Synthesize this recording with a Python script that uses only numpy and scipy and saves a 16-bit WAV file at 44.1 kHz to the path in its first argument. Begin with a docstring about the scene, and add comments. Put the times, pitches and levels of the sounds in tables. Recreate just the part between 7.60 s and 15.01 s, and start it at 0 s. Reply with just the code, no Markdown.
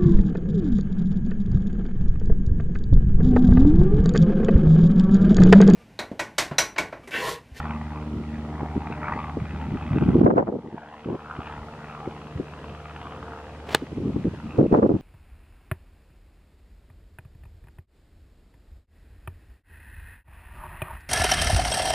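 """An open fairway in gusty air, heard at two close microphone ports. A far four-cylinder mower drones as harmonics
of its firing rate and clatters as pulsed, coloured noise, all of it fading in the moving air.
Wind buffets the ports as swelling, coloured noise, with single gusts and tiny overload clicks. A golfer swings an
iron: the shaft swishes as gliding vortex noise, then contacts ring club head and ball while turf tears and thuds.
Loud spells make the camera's gain control duck."""
import sys
import numpy as np
from scipy import signal
from scipy.fft import rfft, irfft, next_fast_len
from scipy.io import wavfile
from scipy.ndimage import uniform_filter1d, map_coordinates

SR = 44100
rng = np.random.default_rng(int(sys.argv[2]) if len(sys.argv) > 2 else 0)


def to_wav(s):
    """Save 16-bit WAV."""
    ch = np.atleast_2d(s).T  # columns
    pcm = np.round(np.clip(ch, -1, 1) * 32767)  # PCM
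    wavfile.write(sys.argv[1], SR, pcm.astype(np.int16))


N = 326781
T = np.arange(N) / SR  # time [s]

# Spectra below give relative levels: the coloured noise is scaled to rms 1, a snap to peak 1.

# rumble of the far outdoors: (frequency [Hz], level [dB per Hz])
DISTANCE_SPECTRUM = [(20, -24.5), (45, -8), (70, 4), (130, 5.5), (250, 3.5), (450, 0), (700, -4),
                     (1300, -10.5), (3000, -59)]
# microphone hiss: (frequency [Hz], level [dB per Hz])
HISS_SPECTRUM = [(500, -20), (1200, 4), (3000, 3), (4500, -3), (6000, -7.5), (8000, -11.5), (11000, -17.5),
                 (11900, -15), (12400, -50), (14000, -78)]

# speed of the governed engine: (time [s], firing rate [firings per s])
FIRING_RATE = [(0, 75.7), (2.2, 75.5), (4, 75.1), (7.4, 75.05)]
# strength of the four cylinders in firing order: level [dB]
CYLINDER_LEVELS = [0, -5.5, -6, -4]
# drone as the air carries it:
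# (time [s], fundamental [dB], second harmonic [dB], low overtones [dB], high overtones [dB])
DRONE_LEVELS = [(0, -36.5, -38.5, -40.5, -48.5), (.75, -36.5, -40, -40, -57), (1.1, -36, -39, -39.5, -48.5),
                (1.55, -42.5, -43.5, -43.5, -48.5), (1.8, -35, -40.5, -53, -58),
                (2.2, -34.5, -38, -50, -53.5), (2.7, -35.5, -41, -42, -55), (3.3, -54, -54, -50, -51),
                (3.9, -45, -48.5, -53, -61), (4.3, -55, -45.5, -51.5, -56), (4.8, -49, -47.5, -53, -72),
                (5.3, -46, -48, -60, -57), (5.8, -46.5, -53.5, -58.5, -64), (7.4, -45.5, -42.5, -46, -67)]
# low exhaust overtones: (multiple of the firing rate, relative level [dB])
EXHAUST_TONES = [(3, -0.5), (4, -7), (5, -15), (6, -15.5)]
# high overtones from the engine block, before rounding to quarters:
# (multiple of the firing rate, relative level [dB])
BLOCK_OVERTONES = [(8, -2.5), (9.25, -11.5), (10.75, -6), (11, -3.5), (12.5, -5.5)]
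# lines of the far machine whine: (frequency [Hz], relative level [dB])
WHINE_LINES = [(452, -53.5), (511.4, -56.5), (619, -61.5), (694, -57), (770, -61.5)]
# the whine as it comes and goes: (time [s], relative level [dB])
WHINE_LEVEL = [(0, -20), (2.8, -1.5), (3.6, 1.5), (4.8, -1.5), (5.8, 1), (7.4, -38)]

# engine clatter as the wind carries it, before trims:
# (time [s], knock level [dB], rattle level [dB], lag of the second path through the air [ms])
CLATTER_LEVELS = [(0, -35.5, -45, 0.85), (.2, -40.5, -51, 0.95), (.35, -39, -55, 0.85),
                  (.58, -51.5, -61, 0.9), (.76, -50.5, -48, 0.85), (.9, -43, -59, 0.97),
                  (1.07, -35, -69, 0.97), (1.2, -43, -51, 0.82), (1.32, -35.5, -46.5, 0.8),
                  (1.39, -38, -49, 0.98), (1.47, -28, -50, 0.86), (1.58, -32.5, -41.5, 0.87),
                  (1.68, -36.5, -49.5, 0.81), (1.78, -44, -55, 0.88), (1.88, -43, -45, 0.81),
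                  (2.12, -42, -48.5, 0.86), (2.4, -36.5, -47, 0.83), (3, -45, -65, 0.93),
                  (3.25, -36.5, -56, 1.3), (3.42, -45.5, -52, 0.83), (3.65, -37.5, -56, 0.76),
                  (3.88, -37.5, -42.5, 0.76), (4.05, -45.5, -64, 0.95), (4.2, -42.5, -55, 0.67),
                  (4.33, -39.5, -49.5, 0.82), (4.44, -40, -59, 0.78), (4.56, -43, -58, 0.87),
                  (4.8, -49, -56, 0.73), (5.02, -44.5, -53.5, 0.81), (5.2, -43.5, -54.5, 0.74),
                  (5.43, -42.5, -53, 0.78), (5.7, -40, -60, 0.7), (6.3, -55, -58, 0.88),
                  (6.58, -56, -58, 0.84), (6.72, -47, -56, 0.65), (6.9, -50, -55, 0.78),
                  (7.41, -63.5, -60, 0.81)]
# level of the rattle's treble: (time [s], level [dB])
TREBLE_LEVEL = [(0, -58), (.25, -68), (1.45, -67), (1.6, -58), (1.75, -69), (2.2, -59), (2.5, -57),
                (2.9, -68), (3.3, -57), (3.65, -62.5), (3.88, -56), (4.1, -72), (4.55, -60.5), (4.85, -69),
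                (5.1, -59), (5.25, -65), (5.45, -55.5), (5.7, -66.5), (7.41, -67.5)]
# the knocking block: (frequency [Hz], level [dB per Hz])
KNOCK_SPECTRUM = [(350, -12), (590, -8), (700, 4), (850, 4.5), (1050, -1.5), (1280, -2), (1700, -8.5),
                  (2300, -18), (4000, -51), (12000, -69)]
# the rattling covers: (frequency [Hz], level [dB per Hz])
RATTLE_SPECTRUM = [(900, -22), (1600, 3), (1950, 9), (2200, -2), (2600, 2), (2950, -9), (3300, -19.5),
                   (3700, -15.5), (4600, -23), (8000, -44.5), (12000, -79.5)]
# the rattle's treble: (frequency [Hz], level [dB per Hz])
TREBLE_SPECTRUM = [(2300, -24), (2850, 2.5), (3300, -2.5), (3800, -15.5), (5000, -38), (12000, -78.5)]
BLOW_SCATTER_DB = 1.5
ECHO_SHARE = 0.21  # steady floor under the blows, as a gain

# strength of the wind at the ports, before trim: (time [s], level [dB])
WIND_LEVEL = [(0, -45.5), (1.68, -41.5), (1.82, -35.5), (2, -34.5), (2.25, -38.5), (2.36, -23.5),
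              (2.62, -18), (2.85, -26.5), (3.3, -49), (3.9, -57.5), (4.75, -56.5), (5, -70), (6.15, -59.5),
              (6.41, -31), (6.58, -31.5), (6.8, -37), (7.1, -30), (7.41, -30.5)]
# single gusts that hit the ports:
# (start [s], length [s], level [dB], centre [Hz], small eddies against the large [dB])
GUST_EVENTS = [(0.539, 0.078, -31.5, 193, -38), (1.021, 0.012, -26.5, 260, -20),
               (1.159, 0.022, -22, 230, -34), (1.305, 0.0067, -26.5, 253, -30),
               (1.563, 0.0048, -26.5, 255, -36), (1.773, 0.0081, -23.5, 272, -33),
               (1.81, 0.032, -27, 132, -35), (2.111, 0.06, -26, 171, -29), (2.31, 0.033, -22.5, 94.6, -36),
               (2.35, 0.033, -20, 219, -30), (2.417, 0.015, -17, 213, -19.5),
               (2.486, 0.02, -17, 214, -24.5), (2.544, 0.022, -11.5, 247, -29),
               (2.578, .014, -14, 252, -30), (2.609, 0.03, -9, 247, -18), (2.646, 0.012, -4, 166, -25),
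               (2.664, 0.012, -1.5, 357, -7.5), (2.68, 0.016, -5.5, 340, -19), (2.703, 0.0083, -5, 360, -4),
               (2.722, 0.017, -8, 311, -35), (2.755, 0.009, -6.5, 272, -21),
               (2.771, 0.015, -3.5, 380, -3.5), (2.793, 0.0067, -5.5, 380, -4.5),
               (2.806, 0.0061, -10, 350, -12), (2.821, 0.011, -14.5, 362, -11),
               (2.874, 0.0073, -17, 397, -2), (2.887, 0.013, -13, 354, -20),
               (2.92, 0.014, -17.5, 360, -24.5), (2.941, 0.028, -17, 330, -34),
               (2.986, 0.0046, -23, 320, -14), (3.035, 0.055, -29.5, 280, -22),
               (3.131, 0.024, -25, 274, -28), (3.46, 0.026, -24.5, 253, -38),
               (3.489, 0.071, -23.5, 293, -16), (3.785, 0.015, -28.5, 223, -35),
               (3.973, .05, -41, 84.5, -38), (4.473, 0.013, -27.5, 291, -18),
               (4.756, 0.019, -28.5, 122, -38), (4.801, 0.0033, -19.5, 240, -31),
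               (6.224, 0.015, -29.5, 248, -33), (6.317, 0.017, -31.5, 232, -35),
               (6.377, 0.0063, -23, 238, -38), (6.402, 0.042, -30.5, 240, -35),
               (6.451, 0.056, -24.5, 244, -42), (6.56, 0.012, -21, 233, -22),
               (6.648, 0.035, -20.5, 247, -38), (6.739, 0.0049, -27, 246, -33),
               (6.986, 0.037, -12.5, 306, -21.5), (7.025, 0.016, -15, 275, -23.5),
               (7.044, 0.021, -16.5, 300, -25), (7.114, 0.014, -20, 270, -25),
               (7.127, 0.008, -9.5, 244, -15.5), (7.141, 0.0083, -14, 384, -5), (7.15, 0.012, -11, 320, -9),
               (7.167, 0.013, -13.5, 320, -14.5), (7.188, 0.012, -11.5, 319, -16),
               (7.225, 0.011, -10.5, 335, -10), (7.241, .011, -10, 292, -24.5),
               (7.259, 0.011, -12, 327, -16), (7.293, 0.026, -12.5, 302, -20.5),
               (7.329, 0.017, -15.5, 232, -24), (7.353, 0.011, -14, 238, -26)]
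# turbulence around its centre: (frequency / centre [ratio], level [dB per Hz])
EDDY_SPECTRUM = [(.08, -35), (.25, -6), (.55, 1), (1.1, 3.5), (1.6, -0.5), (2.3, -16), (3.6, -34), (7, -70),
                 (16, -66.5), (35, -83), (50, -100)]
# the smallest eddies of fast air: (frequency [Hz], level [dB per Hz])
FINE_EDDY_SPECTRUM = [(300, -25), (650, 8), (1000, 0.5), (1500, -10.5), (2100, -24), (2800, -37),
                      (5000, -52), (10000, -65), (15000, -92.5)]
GUST_EDGE_S, GUST_SAG_DB_PER_S = 0.0034, 63  # a gust sets in fast and slackens while it lasts
WAKE_DB = -15  # weaker eddies ahead of a gust and behind it
LEAD_S, WAKE_S = 0.02, 0.021  # decay times of those eddies, ahead and behind
EDDY_LIFE_S = 0.02
APART_AT_FULL, APART_GROWTH = 0.42, 1  # share that differs between the ports at 0 dB; dB it gains per dB of wind

# clicks as strong gusts overload the microphone ports: (time [s], peak level [dB])
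CLICK_EVENTS = [(2.646, -34), (2.753, -46), (2.764, -32), (2.774, -38), (2.783, -31.5), (2.828, -42),
                (2.924, -49), (6.977, -39), (7.03, -40), (7.126, -36), (7.147, -38), (7.158, -40),
                (7.169, -36.5), (7.179, -38), (7.275, -37.5)]
# an overload click: (frequency [Hz], level [dB per Hz])
CLICK_SPECTRUM = [(500, -9), (1800, 5), (4000, 4.5), (6000, -3), (10000, -14.5), (15000, -21)]

# downswing, before flutter: (time [s], level [dB], vortex centre [Hz])
SWING_PATH = [(6.04, -66, 808), (6.075, -44, 993), (6.1, -36.5, 1316), (6.13, -32.5, 1684),
              (6.143, -43, 1654), (6.17, -51, 1582), (6.2, -51, 1447), (6.3, -69, 1210)]
# vortex noise around its centre: (frequency / centre [ratio], level [dB per Hz])
VORTEX_SPECTRUM = [(.1, -10), (.3, 4.5), (.55, 1.5), (1, -3), (2, -7.5), (3.2, -15), (6, -28), (10, -35)]
SWISH_FLUTTER_DB, SWISH_FLUTTER_PER_S = 2.2, 180

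# club head meeting turf, ball and turf again: (time [s], relative level [dB], decay time of the push [ms])
CONTACT_EVENTS = [(6.1462, -10, 0.5), (6.1473, -8, 0.21), (6.1483, 3, 0.011), (6.1516, -16, 0.04),
                  (6.157, -15, 0.6), (6.1593, -17, 0.2)]
# ring of club head and ball: (frequency [Hz], relative level [dB], time to fall 60 dB [s])
CLUB_RING = [(470, -7, 0.022), (686, -20, 0.022), (850, -4.5, 0.019), (1030, -27, 0.034), (1250, -13, 0.02),
             (1510, -21, 0.025), (1710, -6, 0.018), (1930, -17, 0.02), (2250, -26, 0.016),
             (2600, -7, 0.015), (2910, -6, 0.015), (3530, -5.5, 0.016), (3680, -31, 0.04), (3770, -22, .02),
             (4140, -18, 0.016), (4500, -23, 0.013), (4970, -22, 0.014), (7200, -17, .009),
             (8340, -2, 0.0034), (9900, -2.5, 0.0033), (12400, -8, 0.0048)]
# crack of a contact: (frequency [Hz], level [dB per Hz])
CRACK_SPECTRUM = [(80, -30), (200, 9), (420, 18.5), (1000, 5.5), (1800, 13.5), (2500, -2), (4200, 7),
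                  (5200, -4), (5800, -24), (6700, -5), (8300, -3), (12000, -18), (16000, -27)]
# tearing turf: (frequency [Hz], level [dB per Hz])
TURF_SPECTRUM = [(60, -20), (140, 4), (400, -5), (1600, 6), (2900, 4), (4000, 2.5), (6000, -10),
                 (9000, -15), (15000, -30)]
SOIL_SPREAD_DB, SPRAY_SPREAD_DB = 3.5, 6
THUD_HZ, THUD_DB, THUD_T60_S = 144, -27, 0.078  # the ground gives under the blade
STRIKE_LOW_CUT_HZ = 210  # so small a source radiates no deep bass

TOP_HZ = 16300  # upper edge of the camera's sound


def undb(db):
    """Decibels to gain."""
    return 10 ** (np.asarray(db) / 20)


def unit(x):
    """Scale to rms 1."""
    return x / np.sqrt(np.mean(x ** 2) + 1e-18)


def curves(rows):
    """The columns of a timed table, joined by straight lines."""
    times, *columns = np.transpose(rows)
    return [np.interp(T, times, column) for column in columns]


def gains(spectrum, hz):
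    """Gain of a spectrum at the given frequencies, straight in dB over log frequency."""
    table_hz, db = np.transpose(spectrum)
    return undb(np.interp(np.log(hz + 1e-9), np.log(table_hz), db))


def colour(x, spectrum, centre=1):
    """Give noise a spectrum; rms 1."""
    size = x.shape[-1]
    padded = next_fast_len(size)
    hz = np.arange(padded // 2 + 1) * SR / padded
    shaped = rfft(x, padded) * gains(spectrum, hz / centre)
    return unit(irfft(shaped, padded)[..., :size])


def ports(apart, size=N):
    """White noise at two ports; the power share `apart` is opposite between them."""
    mid, side = rng.standard_normal((2, size))
    apart = np.clip(apart, 0, 0.7)
    return np.sqrt(1 - apart) * mid + np.sqrt(apart) * np.array([side, -side])


def walk(rate, size=N):
    """Smooth random wander with a spread near 1, taking `rate` new values per second."""
    step = max(int(SR / rate), 2)
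    held = np.repeat(rng.standard_normal(size // step + 2), step)
    return np.sqrt(3 / 2) * uniform_filter1d(held, step)[:size]


def snap(spectrum, size):
    """The shortest causal pulse with a given spectrum (minimum phase); peak 1."""
    hz = np.arange(size // 2 + 1) * SR / size
    cepstrum = irfft(np.log(gains(spectrum, hz)))
    # fold the backward half of the cepstrum onto the forward half
    cepstrum[1:size // 2] *= 2
    cepstrum[size // 2 + 1:] = 0
    pulse = irfft(np.exp(rfft(cepstrum)))
    return pulse / np.abs(pulse).max()


def lag_left(x, lag_s):
    """Sound from the right reaches the left port a little later."""
    left, right = np.broadcast_to(x, (2, N))
    return np.array([np.interp(T - lag_s, T, left), right])


def breeze(distance_db=-44.5, hiss_db=-57):
    """The far rumble of open air, gently wavering, and a steady, wide hiss."""
    rumble = colour(ports(0.0003), DISTANCE_SPECTRUM)
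    hiss = colour(ports(0.43), HISS_SPECTRUM)
    return undb(distance_db + 2.7 * walk(5.4)) * rumble + undb(hiss_db) * hiss


def whine(waver_db=2, pitch_wander=0.00363):
    """Far machine whine: sine lines that wander in pitch and level and swell together."""
    swell_db, = curves(WHINE_LEVEL)
    out = np.zeros(N)
    for line_hz, db in WHINE_LINES:
        phase = 2 * np.pi * np.cumsum(line_hz * (1 + pitch_wander * walk(14))) / SR
        out += undb(db + swell_db + waver_db * walk(6.4)) * np.sin(phase)
    return out


def drone(cycle, waver_db=1.1, overtone_waver_db=2.5, throb=0.29):
    """Exhaust and block harmonics from far off; moving air makes each one fade on its own."""
    first_db, second_db, low_db, high_db = curves(DRONE_LEVELS)
    phase = 2 * np.pi * cycle
    count = len(CYLINDER_LEVELS)
    out = undb(first_db + waver_db * walk(16)) * np.sin(phase)
    out += undb(second_db + waver_db * walk(11)) * np.sin(2 * phase)
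    for overtones, level_db in (EXHAUST_TONES, low_db), (BLOCK_OVERTONES, high_db):
        for multiple, db in overtones:
            # the engine repeats every four firings, so overtones sit on quarter multiples
            order = round(multiple * count) / count
            tone = np.sin(order * phase + 2 * np.pi * rng.random())
            out += undb(level_db + db + overtone_waver_db * walk(8.9)) * tone
    # unequal cylinders make the drone throb once in four firings
    out *= 1 + throb * np.cos(phase / count)
    return np.sqrt(2) * (out + whine())  # sine levels are rms


def fading(x, depth_db, rate, count=16):
    """Turbulent air on the way lets each narrow band swell and sink by itself."""
    padded = next_fast_len(N)
    spectrum = rfft(x, padded)
    hz = np.arange(padded // 2 + 1) * SR / padded
    # overlapping triangular bands, evenly spaced in log frequency
    place = np.interp(np.log(hz + 1), np.log([600, 4500]), [0, count - 1])
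    out = np.zeros(N)
    for k in range(count):
        band = irfft(spectrum * np.maximum(1 - np.abs(place - k), 0), padded)[:N]
        out += band * undb(depth_db * walk(rate))
    return unit(out)


def second_path(x, lag_ms, gain):
    """Sound also comes by a longer way; as the wind shifts it, peaks and hollows slide through the spectrum."""
    late = np.interp(T - lag_ms / 1000, T, x)
    return (x + gain * late) / np.hypot(1, gain)


def clatter(cycle, knock_trim_db=-1.0, rattle_trim_db=0.65, knock_path_db=-7, rattle_path_db=-8):
    """Each firing knocks the block and rattles its covers, one cylinder hardest; tree echoes fill the gaps."""
    firing = cycle.astype(int)
    scatter_db = BLOW_SCATTER_DB * rng.standard_normal(N)[firing]
    blow_db = np.array(CYLINDER_LEVELS)[firing % len(CYLINDER_LEVELS)] + scatter_db
    # a blow builds quickly and dies away before the next firing
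    ring = np.sin(np.pi * np.sqrt(cycle % 1)) ** 3
    blows = np.hypot(undb(blow_db) * ring, ECHO_SHARE)
    knock_db, rattle_db, lag_ms = curves(CLATTER_LEVELS)
    treble_db, = curves(TREBLE_LEVEL)
    block = fading(colour(blows * rng.standard_normal(N), KNOCK_SPECTRUM), depth_db=3.5, rate=12)
    covers = fading(colour(blows * rng.standard_normal(N), RATTLE_SPECTRUM), depth_db=3.5, rate=18)
    treble = colour(blows * rng.standard_normal(N), TREBLE_SPECTRUM)
    block = second_path(block, lag_ms, undb(knock_path_db))
    covers = second_path(covers, lag_ms, undb(rattle_path_db))
    out = undb(knock_db + knock_trim_db) * block
    out += undb(rattle_db + rattle_trim_db) * covers
    return out + undb(treble_db) * treble


def mower(wander=0.0012, left_lag_s=0.000042):
    """One firing count drives drone and clatter; the clatter arrives from the right."""
    firing_hz, = curves(FIRING_RATE)
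    cycle = np.cumsum(firing_hz * (1 + wander * walk(9))) / SR
    return drone(cycle) + lag_left(clatter(cycle), left_lag_s)


def apart_at(db):
    """Harder wind is less alike at the two ports."""
    return APART_AT_FULL * undb(APART_GROWTH * db)


def buffeting(trim_db=-1, centre_hz=175, puff_db=6, puffs_per_s=32, clump_db=3, spread=3.7):
    """The wind rumbles on the ports in small random puffs, swelling and dropping with its strength."""
    db, = curves(WIND_LEVEL)
    puffs = unit(undb(puff_db * np.tanh(walk(puffs_per_s)) + clump_db * np.tanh(walk(300))))
    eddies = colour(ports(spread * apart_at(db)) * puffs, EDDY_SPECTRUM, centre_hz)
    return undb(db + trim_db) * eddies


def evened(x):
    """Hold the power of turbulence steady over spans longer than one eddy."""
    power = uniform_filter1d(np.mean(x ** 2, axis=0), int(EDDY_LIFE_S * SR))
    return unit(x / np.sqrt(power + np.mean(power) / 10))


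def gusts(clump_db=7.0, fine_spread=5.8):
    """Each gust is a clump of large and small eddies on the ports; harder ones are less alike left and right."""
    out = np.zeros((2, N))
    margin, size = SR // 8, SR // 3  # room around a gust and noise to fill it [samples]
    for start, length, db, centre_hz, small_db in GUST_EVENTS:
        first = int(start * SR) - margin
        last = min(int((start + length) * SR) + margin, N)
        clumps = undb(clump_db * np.tanh(walk(300, size)))
        large = evened(colour(ports(apart_at(db), size) * clumps, EDDY_SPECTRUM, centre_hz))
        # strong, fast air breaks up into small eddies that tear and sputter
        small = evened(colour(ports(fine_spread * apart_at(db), size) * clumps, FINE_EDDY_SPECTRUM))
        eddies = (large + undb(small_db) * small)[:, :last - first]
        age = T[first:last] - start
        inside = np.clip(age, 0, length)
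        outside = np.abs(age - inside)  # time from the nearer edge of the gust [s]
        body = np.exp(-(outside / GUST_EDGE_S) ** 2)
        skirt = undb(WAKE_DB) * np.exp(-outside / np.where(age < 0, LEAD_S, WAKE_S))
        shape = np.maximum(body, skirt)
        sag_db = GUST_SAG_DB_PER_S * (length / 2 - inside)
        # scale by the rms inside the gust, so its level holds at mid-gust
        strength = np.sqrt(np.sum(body * np.mean(eddies ** 2, axis=0)) / np.sum(body))
        out[:, first:last] += undb(db + sag_db) * shape * eddies / strength
    return out


def overload_clicks(size=512):
    """Strong gusts overload the ports in tiny dry clicks, each a minimum-phase pulse at a listed time."""
    out = np.zeros(N)
    for s, db in CLICK_EVENTS:
        first = int(s * SR)
        out[first:first + size] += undb(db) * snap(CLICK_SPECTRUM, size)
    return out


def swish():
    """The shaft sheds vortices whose pitch follows its speed: noise replayed at a gliding rate."""
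    db, centre_hz = curves(SWING_PATH)
    db = db + SWISH_FLUTTER_DB * walk(SWISH_FLUTTER_PER_S)
    active = (T > SWING_PATH[0][0]) & (T < SWING_PATH[-1][0])
    centre_hz = centre_hz[active]
    vortices = colour(ports(0.0037, SR), VORTEX_SPECTRUM, centre_hz.max())
    travel = np.cumsum(centre_hz / centre_hz.max())  # read position in the noise [samples]
    gliding = np.array([map_coordinates(v, [travel], order=3) for v in vortices])
    out = np.zeros((2, N))
    out[:, active] = undb(db[active]) * gliding
    return out


def impact(ring_db=-9, crack_db=-3, size=8192):
    """Each contact pushes club head and ball, which crack and ring in decaying modes."""
    t = np.arange(size) / SR
    ring = np.zeros(size)
    for hz, db, t60 in CLUB_RING:
        ring += undb(db) * np.sin(2 * np.pi * hz * t) * undb(-60 * t / t60)
    response = undb(ring_db) * ring + undb(crack_db) * snap(CRACK_SPECTRUM, size)
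    force = np.zeros(N)
    for s, db, contact_ms in CONTACT_EVENTS:
        # a softer contact is a longer, duller push
        push = np.exp(-1000 * t / contact_ms)
        first = int(s * SR)
        force[first:first + size] += undb(db) * push / push.sum()
    return signal.fftconvolve(force, response)[:N]


def divot(start_s=6.1458, tear_db=-18, tear_t60_s=0.042, spray_db=-46, spray_t60_s=0.2):
    """The blade tears the turf, soil sprays away in uneven crumbs, and the ground thuds as a decaying sine."""
    age = np.maximum(T - start_s, 0)
    crumbs = unit(undb(SPRAY_SPREAD_DB * np.tanh(walk(220))))
    tear = undb(tear_db - 60 * age / tear_t60_s)
    spray = crumbs * undb(spray_db - 60 * age / spray_t60_s)
    soil = colour(ports(0.027) * undb(SOIL_SPREAD_DB * walk(900)), TURF_SPECTRUM)
    thud = undb(THUD_DB - 60 * age / THUD_T60_S) * np.sin(2 * np.pi * THUD_HZ * age)
    return (T > start_s) * (tear + spray) * soil + thud


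def strike():
    """Club, ball and ground together, with the deep bass cut as from a small source."""
    low_cut = signal.butter(2, STRIKE_LOW_CUT_HZ, "high", fs=SR, output="sos")
    return signal.sosfilt(low_cut, impact() + divot())


def scene(overload=2.5, strike_lag_s=0.000008):
    """Everything that reaches the two ports; the capsules round off the hardest gusts."""
    wind = overload * np.tanh((buffeting() + gusts()) / overload)
    return breeze() + mower() + wind + overload_clicks() + swish() + lag_left(strike(), strike_lag_s)


def close_ports(x, alike_hz=260, width_db=2):
    """The ports sit so close that the bass is the same in both; the rest of the difference is widened."""
    mid, side = (x[0] + x[1]) / 2, (x[0] - x[1]) / 2
    low_cut = signal.butter(2, alike_hz, "high", fs=SR, output="sos")
    side = undb(width_db) * signal.sosfilt(low_cut, side)
    return mid + np.array([side, -side])


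def gain_control(x, top_db=-16, window_s=0.036, recover_db_per_s=9, bass_hz=110, bass_share=0.41):
    """Loud spells push the gain down, the bass furthest, and it creeps back at a steady rate."""
    pole = np.exp(-1 / (window_s * SR))
    power = signal.lfilter([1 - pole], [1, -pole], np.mean(x ** 2, axis=0))
    over_db = np.maximum(10 * np.log10(power + 1e-12) - top_db, 0)
    # hold each peak, then let it go at the recovery rate
    held_db = np.maximum.accumulate(over_db + recover_db_per_s * T) - recover_db_per_s * T
    bass = signal.sosfiltfilt(signal.butter(2, bass_hz, fs=SR, output="sos"), x)
    ducked_bass = bass * undb(-bass_share * held_db)
    return (x - bass + ducked_bass) * undb(-held_db)


def record(dry):
    """The camera rides the gain, stops at full scale and cuts the top."""
    limited = np.clip(gain_control(close_ports(dry)), -1, 1)
    top_cut = signal.ellip(8, 0.2, 70, TOP_HZ, fs=SR, output="sos")
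    return signal.sosfilt(top_cut, limited)


dry = scene()
out = record(dry)
to_wav(out)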